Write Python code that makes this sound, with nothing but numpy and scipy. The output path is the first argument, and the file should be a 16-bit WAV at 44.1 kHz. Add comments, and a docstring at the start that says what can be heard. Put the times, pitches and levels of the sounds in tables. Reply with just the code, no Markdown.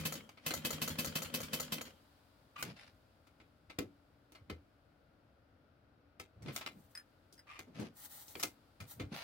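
"""Slow, clashing stitches: a walking-foot industrial sewing machine working through layered vinyl.
Each stitch is a needle clash, a foot drop and a thump of the feed over the rumble of the drive.
Then the machine rests: levers clack, small steel parts ping, hands bump the table and slide the work.
Heard from beside the table in a small ventilated room, on a stereo pair of microphones
whose faint hiss sinks in the pauses."""
import sys
import numpy as np
from scipy import signal
from scipy.fft import rfft, irfft, next_fast_len
from scipy.io import wavfile

SR = 44100
rng = np.random.default_rng(int(sys.argv[2]) if len(sys.argv) > 2 else 0)


def master_out(mix):
    """Clip the mix to full scale and print it as 16-bit PCM to the path in sys.argv[1]."""
    frames = np.transpose(np.atleast_2d(mix))
    ceiling = np.clip(frames, -1, 1)
    pcm = np.round(ceiling * 32767).astype(np.int16)
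    wavfile.write(sys.argv[1], SR, pcm)


N = 407043
TIME = np.arange(N) / SR
BLOW = np.arange(-SR // 10, SR * 2 // 5) / SR   # seconds round one contact
FULL_SPEED_TURN_S, LOAD_SHARE = 0.16, 0.56   # fastest turn of the shaft; share of a turn under load
RATTLE_BY_SPEED = 2.6   # dB gained per dB of shaft speed

# Turns of the main shaft. Each row: needle punch in seconds, length of the turn in seconds,
# foot gain in dB, feed thump gain in dB.
STITCHES = [(-0.1, 0.17, -28.5, -37.5), (0.0539, 0.2, -32.5, -57), (0.4639, 0.21, -28.5, -46.5),
            (0.6496, 0.16, -29.5, -45), (0.818, .17, -30, -43), (0.9874, .169, -29.5, -45),
            (1.156, .183, -32, -48), (1.3413, 0.18, -35, -48.5), (1.5326, 0.19, -29, -51),
            (1.723, 0.26, -37, -68)]
# How alike the two microphones hear the room. Each row: frequency in Hz, left-right correlation.
LIKENESS = [(100, 0.98), (300, 0.82), (600, .5), (1200, 0.041), (2500, 0.22), (5000, 0.031), (12000, .05)]
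# Spectrum of a hard clack on the machine. Each row: frequency in Hz, relative level in dB.
CLACK_COLOUR = [(400, -13), (650, 4), (900, -2.5), (1350, 2.5), (1750, -4), (2300, 2.5), (3200, -3),
                (4400, -6.5), (6500, -17.5)]
# Spectrum of rubbed vinyl. Each row: frequency in Hz, relative level in dB.
RUB_COLOUR = [(600, 8), (1000, 3.5), (1300, 6), (2600, 6), (5200, 0.5), (8000, -15), (11000, -11),
              (15000, -37)]


def from_db(db):
    """Decibels to gain."""
    return 10 ** (np.asarray(db) / 20)


def rms_one(x):
    """Scale to unit power."""
    return x / np.sqrt(np.mean(x ** 2) + 1e-20)


def at_hz(points, hz):
    """Read a table on a log-frequency axis."""
    f, value = np.transpose(points)
    return np.interp(np.log(hz + 1), np.log(f), value)


def panned(x, left_db):
    """Lean a sound towards the left microphone."""
    return x * from_db([[left_db / 2], [-left_db / 2]])


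def noise(colour, size=len(BLOW), ripple_db=0):
    """Coloured stereo noise of unit power, diffuse in the treble; ripple adds small resonances."""
    padded = next_fast_len(size)
    hz = np.arange(padded // 2 + 1) * SR / padded
    mid, side = np.exp(2j * np.pi * rng.random((2, len(hz))))
    ripple = np.interp(hz, np.geomspace(700, 17000, num=260), 2.3 * rng.random(260) ** 2 - 1, left=0)
    alike = np.clip(at_hz(LIKENESS, hz), 0, 1)
    roll_off = np.minimum(hz / colour[0][0], 1) ** 4 / np.maximum(hz / colour[-1][0], 1) ** 2
    pair = np.sqrt(1 + alike) * mid + np.sqrt(1 - alike) * side * [[1], [-1]]
    spectrum = pair * roll_off * from_db(at_hz(colour, hz) + ripple_db * ripple)
    return rms_one(irfft(spectrum, padded)[:, :size])


def envelope(rise, hold, t60):
    """A contact swells up to time zero, holds and dies away; all times in seconds."""
    swell = np.exp(np.minimum(BLOW, 0) / max(rise, 1 / SR))
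    return swell * from_db(-60 * np.maximum(BLOW - hold, 0) / t60)


def burst(carrier, shape):
    """Noise under an envelope, scaled to the envelope's energy."""
    return rms_one(carrier * shape) * np.sqrt(np.mean(shape ** 2))


def grain(depth_db, per_s, size=len(BLOW)):
    """Quick random changes of level, unit power."""
    steps = np.arange(size) * per_s / SR
    wander = np.interp(steps, np.arange(size // 8), rng.standard_normal(size // 8))
    return rms_one(from_db(depth_db * wander))


def ring(modes, vary_db):
    """Struck modes, a little different at each blow; high ones reach the microphones out of step."""
    age, out = np.maximum(BLOW, 0), 0
    for (hz, db, t60), (force, skew) in zip(modes, rng.standard_normal((len(modes), 2))):
        alike = np.clip(at_hz(LIKENESS, hz), 0, 1)
        lag = np.arccos(alike) / 2 * np.sign(skew) * np.array([[1], [-1]])
        out = out + from_db(db + vary_db * force - 60 * age / t60) * np.sin(2 * np.pi * hz * age + lag)
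    return out * (BLOW > 0)


def add(track, s, sound):
    """Mix one contact into a track at s seconds."""
    start = round((s + BLOW[0]) * SR)
    first, last = max(start, 0), min(start + len(BLOW), N)
    track[:, first:last] += sound[:, first - start:last - start]


def repeated(colour, body, same):
    """The same parts collide each stitch, so a share of their dense ringing repeats."""
    return np.sqrt(same) * body + np.sqrt(1 - same) * noise(colour, ripple_db=5)


def speed_db(turn):
    """Shaft speed against full speed, in dB."""
    return 20 * np.log10(FULL_SPEED_TURN_S / turn)


def room():
    """Room tone: ventilation with a low, wavering hum, a little to the left."""
    # Moving air. Each row: frequency in Hz, relative level in dB.
    air_colour = [(15, -28), (25, 3.5), (33, -11.5), (92, -5), (195, -15.5), (285, -10), (384, -19.5),
                  (591, -14.5), (1020, -26.5), (1440, -19), (1700, -28), (5140, -40), (8140, -64),
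                  (9570, -55), (16000, -54)]
    # Hum tones. Each row: frequency in Hz, level in dB.
    tones = [(91.5, -87), (285.3, -83.5)]
    hum = 0
    for hz, db in tones:
        tone = from_db(db) * np.sqrt(2) * np.sin(2 * np.pi * hz * TIME)
        hum = hum + tone * grain(depth_db=3, per_s=13, size=N)
    air = from_db(-67.5) * noise(air_colour, size=N)
    return panned(air + hum, left_db=2.0)


def lifter_creaks():
    """The foot lifter sticks and slips, creaking in its resonances."""
    # Creaks. Each row: start in seconds, length in seconds, level in dB.
    creaks = [(2.562, 0.054, -49), (7.472, 0.057, -62), (7.491, 0.1, -56)]
    # The lifter's resonances. Each row: centre in Hz, width in Hz, relative level in dB.
    resonances = [(1181, 21, 17), (2430, 570, 2.5), (2970, 440, -14)]
    out, hz = np.zeros((2, N)), np.geomspace(600, 6000, num=200)
    response = sum(from_db(db) / np.hypot(1, 2 * (hz - centre) / width)
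                   for centre, width, db in resonances)
    colour = np.column_stack([hz, 20 * np.log10(response)])
    for s, length, db in creaks:
        slips = noise(colour, ripple_db=5.5) * grain(depth_db=3, per_s=400)
        slips *= grain(depth_db=1.5, per_s=70.7)
        add(out, s, from_db(db) * slips * envelope(rise=0.0021, hold=length, t60=0.054))
    return out


def finger_rubs():
    """Fingers rub the work with a grainy rasp."""
    # Rubs. Each row: start in seconds, length in seconds, level in dB.
    rubs = [(2.653, 0.053, -55.5), (2.77, 0.072, -58.5), (2.875, 0.0067, -62.5), (6.462, 0.17, -57.5),
            (7.756, 0.11, -58), (9.131, 0.12, -48)]
    out = np.zeros((2, N))
    for s, length, db in rubs:
        rub = noise(RUB_COLOUR, ripple_db=5) * grain(depth_db=3, per_s=300)
        add(out, s, from_db(db) * rub * envelope(rise=0.0088, hold=length, t60=0.15))
    return out


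def vinyl_slides():
    """Vinyl hisses across the bed; each push starts briskly, eases off and stops."""
    # Pushes. Each row: start in seconds, length in seconds, level in dB.
    pushes = [(2.594, .015, -50), (6.533, 0.053, -53.5), (6.72, .23, -73.5), (7.971, 0.51, -54),
              (8.881, .06, -56), (9.16, .1, -57)]
    # Sliding vinyl. Each row: frequency in Hz, relative level in dB.
    colour = [(290, -49.5), (500, -23), (553, -7.5), (716, -11), (815, -0.5), (1130, -11), (1240, -5),
              (1670, -9), (1990, -4.5), (2500, -18), (3150, -7.5), (7130, -6.5), (15500, -1.5)]
    rise_s, ease_db_per_s, t60_s = 0.01, 7, 0.18
    level = np.zeros(N)
    for s, length, db in pushes:
        age = TIME - s
        fall_db = ease_db_per_s * np.maximum(age, 0) + 60 * np.clip(age - length, 0, 1) / t60_s
        level += np.exp(np.clip(age / rise_s, -20, 0)) * from_db(db - fall_db)
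    level *= grain(depth_db=3.5, per_s=35, size=N)
    return level * noise(colour, size=N, ripple_db=5) * grain(depth_db=1, per_s=630, size=N)


def steel_pings():
    """A small steel tool is touched: it clicks and rings briefly."""
    # Touches. Each row: time in seconds, gain in dB.
    touches = [(6.198, -47.5), (6.665, -47), (6.952, -42), (6.975, -41), (6.998, -53.5), (7.3795, -58),
               (7.392, -53)]
    # The click. Each row: frequency in Hz, relative level in dB.
    colour = [(900, -5), (1700, 13.5), (2300, 3), (3200, -4.5), (5000, -12), (6500, -5.5), (16000, -10)]
    # The tool's modes. Each row: frequency in Hz, relative level in dB, t60 in seconds.
    modes = [(2060, -12, 0.056), (5050, -17, 0.073), (5040, -3.5, 0.074), (9168, -11.5, 0.08),
             (14000, -31, .07)]
    out = np.zeros((2, N))
    for s, db in touches:
        click = noise(colour, ripple_db=8) * grain(depth_db=3, per_s=400)
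        clink = from_db(-10) * burst(click, envelope(rise=0.0015, hold=0.003, t60=0.1))
        add(out, s, from_db(db) * (clink + ring(modes, vary_db=1)))
    return out


def table_bumps():
    """Hands and pedal stir only the table's low notes, which linger faintly in the room."""
    # Bumps. Each row: time in seconds, gain in dB, swell in seconds, pitch in Hz.
    bumps = [(2.689, -42, 0.055, 178), (3.802, -41, 0.0052, 175), (4.414, -52.5, .008, 88),
             (4.518, -43, 0.017, 89.5), (6.366, -52, .0065, 103), (6.427, -44.5, 0.02, 110),
             (6.461, -39.5, 0.0069, 151), (6.493, -39, 0.013, 178), (6.782, -52, .06, 195),
             (7.68, -51, 0.0088, 234), (7.795, -36.5, 0.022, 170), (7.821, -37.5, .0044, 232),
             (8.812, -41.5, 0.0046, 128), (9.005, -37.5, 0.02, 123), (9.038, -40.5, 0.011, 88.5),
             (9.119, -37.5, 0.0013, 173)]
    # A soft bump. Each row: multiple of the pitch, relative level in dB.
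    colour = [(.55, -16), (.72, -1), (1, 2), (1.4, -4), (2.3, -12.5), (4, -19.5), (12, -35), (30, -43)]
    out = np.zeros((2, N))
    for s, db, swell, hz in bumps:
        contact = envelope(rise=swell, hold=0.0036, t60=0.17)
        linger = from_db(-19.5) * envelope(rise=swell, hold=0.015, t60=0.68)
        low_notes = noise(np.array(colour) * [hz, 1])
        add(out, s, from_db(db - 6) * burst(low_notes, contact + linger))
    return panned(out, left_db=-0.8)


def lever_clacks():
    """Levers, clips and fingernails strike: a crack, a bright tick, ringing iron, a table thud."""
    # Strikes. Each row: time in seconds, clack, thud and tick gains in dB, hardness from 0 to 1.
    strikes = [(0.292, -53, -68, -57.5, 0.36), (0.374, -51.5, -67, -90, 0),
               (0.5075, -34.5, -42.5, -36, 0.26), (1.7827, -49, -54, -62, 0.94),
               (1.8708, -53.5, -59, -57, 0), (2.6262, -39.5, -49, -38, 0.8),
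               (3.2701, -62.5, -76, -66, 0.05), (3.4013, -55, -61, -90, 0), (3.6989, -47, -58.5, -60, 0),
               (3.7877, -38, -33, -41.5, 0.54), (4.321, -62, -63, -60, 0.5), (4.351, -50.5, -71, -65, .08),
               (4.4992, -42.5, -41.5, -58, 0.23), (6.199, -45.5, -51.5, -49, 0.24),
               (6.4226, -57, -74, -53.5, 0.02), (6.4833, -41, -44.5, -59, 0),
               (6.5623, -40, -54, -35.5, 0.56), (6.612, -41.5, -58, -54, .05), (6.663, -37.5, -52, -48, .2),
               (7.326, -82, -65, -50.5, 0.2), (7.5913, -44.5, -51.5, -48.5, 0.29),
               (7.797, -45.5, -39, -45.5, 0), (8.2812, -64, -63, -49, 0.6), (8.354, -46, -46.5, -71, 0.62),
               (8.3975, -42.5, -56, -37, 0), (8.4286, -39, -45.5, -34, 0.4), (8.4343, -37, -43, -33, 0.92),
               (8.8033, -43.5, -64, -46, 0), (8.9986, -39, -38.5, -49.5, 0.01)]
    # The tick and the thud. Each row: frequency in Hz, relative level in dB.
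    tick_colour = [(3000, -8.5), (5000, -2.5), (7000, -4), (9000, -6.5), (12000, -10), (16000, -8.5)]
    thud_colour = [(60, -21), (95, 3), (160, -1), (300, 4.5), (400, 4.5), (560, -6), (700, -21.5),
                   (1000, -30.5)]
    # Modes of iron casting and table. Each row: frequency in Hz, relative level in dB, t60 in seconds.
    casting_modes = [(1066, -13, .1), (1307, -4, 0.11), (1850, -12, 0.1), (2080, -5, .15), (2230, -7, .09),
                     (2420, -8, 0.12), (2945, -13, 0.1), (3420, -14, .08), (4290, -17, 0.13),
                     (4657, -10, .09)]
    table_modes = [(95, -7, 0.27), (215, -16.5, 0.17), (287.5, -11.5, 0.6), (307.7, 3, 0.15),
                   (411, -1, 0.09), (493.3, -2.5, 0.2), (546, -16, .12)]
    out = np.zeros((2, N))
    for s, clack_db, thud_db, tick_db, hardness in strikes:
        clack = from_db(clack_db) * noise(CLACK_COLOUR, ripple_db=8)
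        tick = from_db(tick_db) * noise(tick_colour, ripple_db=7)
        crack = burst(clack + tick, envelope(rise=0.0002, hold=0.001, t60=0.022))
        crack *= hardness * from_db(clack_db + 7.5)
        tail = clack * envelope(rise=0.0013, hold=0.0036, t60=0.16)
        tail += tick * envelope(rise=0.0004, hold=0.0012, t60=0.145)
        chatter = from_db(-7.5) * tail * grain(depth_db=3.5, per_s=890)
        casting = from_db(clack_db - 6) * ring(casting_modes, vary_db=2)
        table = from_db(-8.5) * ring(table_modes, vary_db=1)
        thud = from_db(-5.5) * burst(noise(thud_colour), envelope(rise=0.00084, hold=0.0098, t60=0.2))
        add(out, s, crack + chatter + casting + from_db(thud_db) * (thud + table))
    return panned(out, left_db=0.2)


def drive():
    """Belt, shafts and bearings rumble under the load of each stitch, then coast; faster is louder."""
    # The rumble. 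Each row: frequency in Hz, relative level in dB.
    colour = [(50, -23), (110, -4.5), (160, -7), (235, 5), (390, -12.5), (550, -0.5), (700, -23),
              (1300, -12), (2000, -19), (2700, -26), (3150, -8), (3800, -34), (7000, -26.5), (15000, -35.5)]
    out = np.zeros((2, N))
    load = envelope(rise=0.017, hold=LOAD_SHARE * FULL_SPEED_TURN_S, t60=0.57)
    for s, turn, _, _ in STITCHES:
        rumble = noise(colour) * grain(depth_db=2, per_s=140)
        add(out, s, from_db(-48.5 + 1.2 * speed_db(turn)) * burst(rumble, load))
    return panned(out, left_db=1.3)


def linkage_clatter(per_turn):
    """Play in the linkage adds small ticks at chance moments in the loaded part of every turn."""
    full_speed_db, spread_db = -47.5, 6
    out = np.zeros((2, N))
    for s, turn, _, _ in STITCHES:
        for share, force in zip(rng.random(per_turn), rng.standard_normal(per_turn)):
            db = full_speed_db + spread_db * force + RATTLE_BY_SPEED * speed_db(turn)
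            tick = burst(noise(CLACK_COLOUR, ripple_db=8), envelope(rise=0.0005, hold=0.001, t60=0.05))
            add(out, s + share * LOAD_SHARE * turn, from_db(db) * tick)
    return out


def feed():
    """The feed reverses at half a turn: it thumps, rattles, and ticks as its slack is taken up."""
    # Modes of the thump. Each row: frequency in Hz, relative level in dB, t60 in seconds.
    modes = [(60.3, -41.5, 0.097), (87.7, -0.5, 0.18), (156.2, -1.5, 0.59), (251, -2.5, 0.18),
             (300, -8.5, 0.1)]
    # The rattle. Each row: frequency in Hz, relative level in dB.
    colour = [(60, 3), (240, 19), (380, -3.5), (530, -13), (900, 4.5), (2500, 10), (4500, 8.5),
              (8500, -0.5), (16000, -0.5)]
    out = np.zeros((2, N))
    for punch, turn, _, thump_db in STITCHES:
        s = punch + 0.5 * turn
        rattle_db = -41.5 + RATTLE_BY_SPEED * speed_db(turn)
        thump = from_db(thump_db) * ring(modes, vary_db=1)
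        rattle = burst(noise(colour, ripple_db=8), envelope(rise=0.00082, hold=0.0032, t60=0.19))
        slack = burst(noise(CLACK_COLOUR, ripple_db=8), envelope(rise=0.0013, hold=0.0023, t60=0.03))
        add(out, s, thump + from_db(rattle_db) * rattle)
        add(out, s + 0.053, from_db(rattle_db - 6) * slack)
    return panned(out, left_db=-0.9)


def foot():
    """The foot lands with one sharp steel tick and a dull tap on the needle plate."""
    # The tick. Each row: frequency in Hz, relative level in dB.
    colour = [(50, 15.5), (130, -27.5), (240, 6), (380, 1.5), (520, 18.5), (800, 6), (1300, 10),
              (2500, -3.5), (4300, 7), (7000, 10), (8300, -3), (9500, 9), (11200, -0.5), (13000, 12),
              (16000, -1.5)]
    # Modes rung by the landing. Each row: frequency in Hz, relative level in dB, t60 in seconds.
    modes = [(218.4, -30, .2), (552, -26, 0.42), (1300, -24.5, .12), (2030, -23, 0.2), (4188, -21, .2),
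             (6971, -16, .19), (12850, -26, .15), (12952, -24, 0.196), (13361, -27, .15)]
    landing_share = 0.35   # of a turn, after the punch
    out, body = np.zeros((2, N)), noise(colour, ripple_db=7)
    for punch, turn, db, _ in STITCHES:
        steel = repeated(colour, body, same=0.97) * grain(depth_db=3.5, per_s=320)
        tick = from_db(-9) * burst(steel, envelope(rise=0.00025, hold=0.0071, t60=0.12))
        tap = from_db(-11) * burst(noise(CLACK_COLOUR), envelope(rise=0.00016, hold=0.00052, t60=0.021))
        add(out, punch + landing_share * turn, from_db(db) * (tick + tap + ring(modes, vary_db=1.6)))
    return out


def needle():
    """The point squeezes through the vinyl; then the needle bar clashes, ringing arm and table."""
    # The clash. Each row: frequency in Hz, relative level in dB.
    colour = [(40, 1), (90, -41), (230, 19), (370, 3), (520, 12), (750, 1.5), (1100, 4.5), (1700, 5.5),
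              (3100, 8), (5500, 7), (8500, 2.5), (10500, 3), (13000, 7), (16000, 2.5)]
    # Modes of arm and table. Each row: frequency in Hz, relative level in dB, t60 in seconds.
    modes = [(156.8, -16, 0.24), (230, -20.5, 0.11), (521, -25, 0.15), (1058, -17, 0.08),
             (2050, -23.5, 0.23), (2582, -10.5, 0.13), (2940, -22, 0.17), (3090, -19.5, 0.33),
             (4640, -24.5, 0.18), (5400, -26.5, .15)]
    out, body = np.zeros((2, N)), noise(colour, ripple_db=4.5)
    for s, turn, _, _ in STITCHES:
        db = -25.5 + 0.34 * speed_db(turn)
        pierce = from_db(-21) * noise(RUB_COLOUR) * envelope(rise=0.021, hold=0, t60=0.03)
        chatter = repeated(colour, body, same=0.61) * grain(depth_db=2, per_s=710)
        clash = burst(chatter, envelope(rise=0.0015, hold=0.0088, t60=0.15))
        add(out, s, from_db(db) * (from_db(-8.5) * (pierce + clash) + ring(modes, vary_db=1.5)))
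    return panned(out, left_db=-1.5)


def scene():
    """The machine, the handling and the room, as they reach the microphones."""
    machine = needle() + foot() + feed() + drive() + linkage_clatter(per_turn=2)
    knocks = lever_clacks() + table_bumps() + steel_pings()
    friction = lifter_creaks() + finger_rubs() + vinyl_slides()
    return machine + knocks + friction + room()


def suppressed_hiss(sound):
    """A noise suppressor opens with the treble it hears and closes slowly: hiss sinks in the pauses."""
    # Microphone hiss. Each row: frequency in Hz, relative level in dB.
    colour = [(800, 6), (2000, -5), (4800, -3.5), (6000, -13), (10000, -12.5), (16000, -13.5)]
    open_db, memory_s, slope = -70, 0.55, 0.49   # slope: dB of hiss per dB of treble
    high_pass = signal.butter(2, 3000, "high", fs=SR, output="sos")
    treble = np.abs(signal.sosfilt(high_pass, sound.mean(axis=0)))
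    keep = np.exp(-1 / (memory_s * SR))
    heard = signal.lfilter([1 - keep], [1, -keep], treble)
    return from_db(open_db) * (heard / heard.max()) ** slope * noise(colour, size=N)


def record(dry):
    """The microphones hiss faintly, favour the left and shed the deepest bass; the top is cut steeply."""
    # Mismatch of the pair. Each row: frequency in Hz, left over right in dB.
    shading = [(1000, 1.4), (2500, 1.5), (5000, 1.6), (9000, 0.9), (13000, 3.5)]
    padded = next_fast_len(N + SR // 10)
    left_db = at_hz(shading, np.arange(padded // 2 + 1) * SR / padded)
    spectrum = rfft(dry + suppressed_hiss(dry), padded)
    shaded = irfft(spectrum * from_db([left_db / 2, -left_db / 2]), padded)[:, :N]
    thinned = signal.sosfilt(signal.butter(4, 44, "high", fs=SR, output="sos"), shaded)
    return signal.sosfilt(signal.ellip(10, 0.2, 80, 16000, fs=SR, output="sos"), thinned)


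dry = scene()
out = record(dry)
master_out(out)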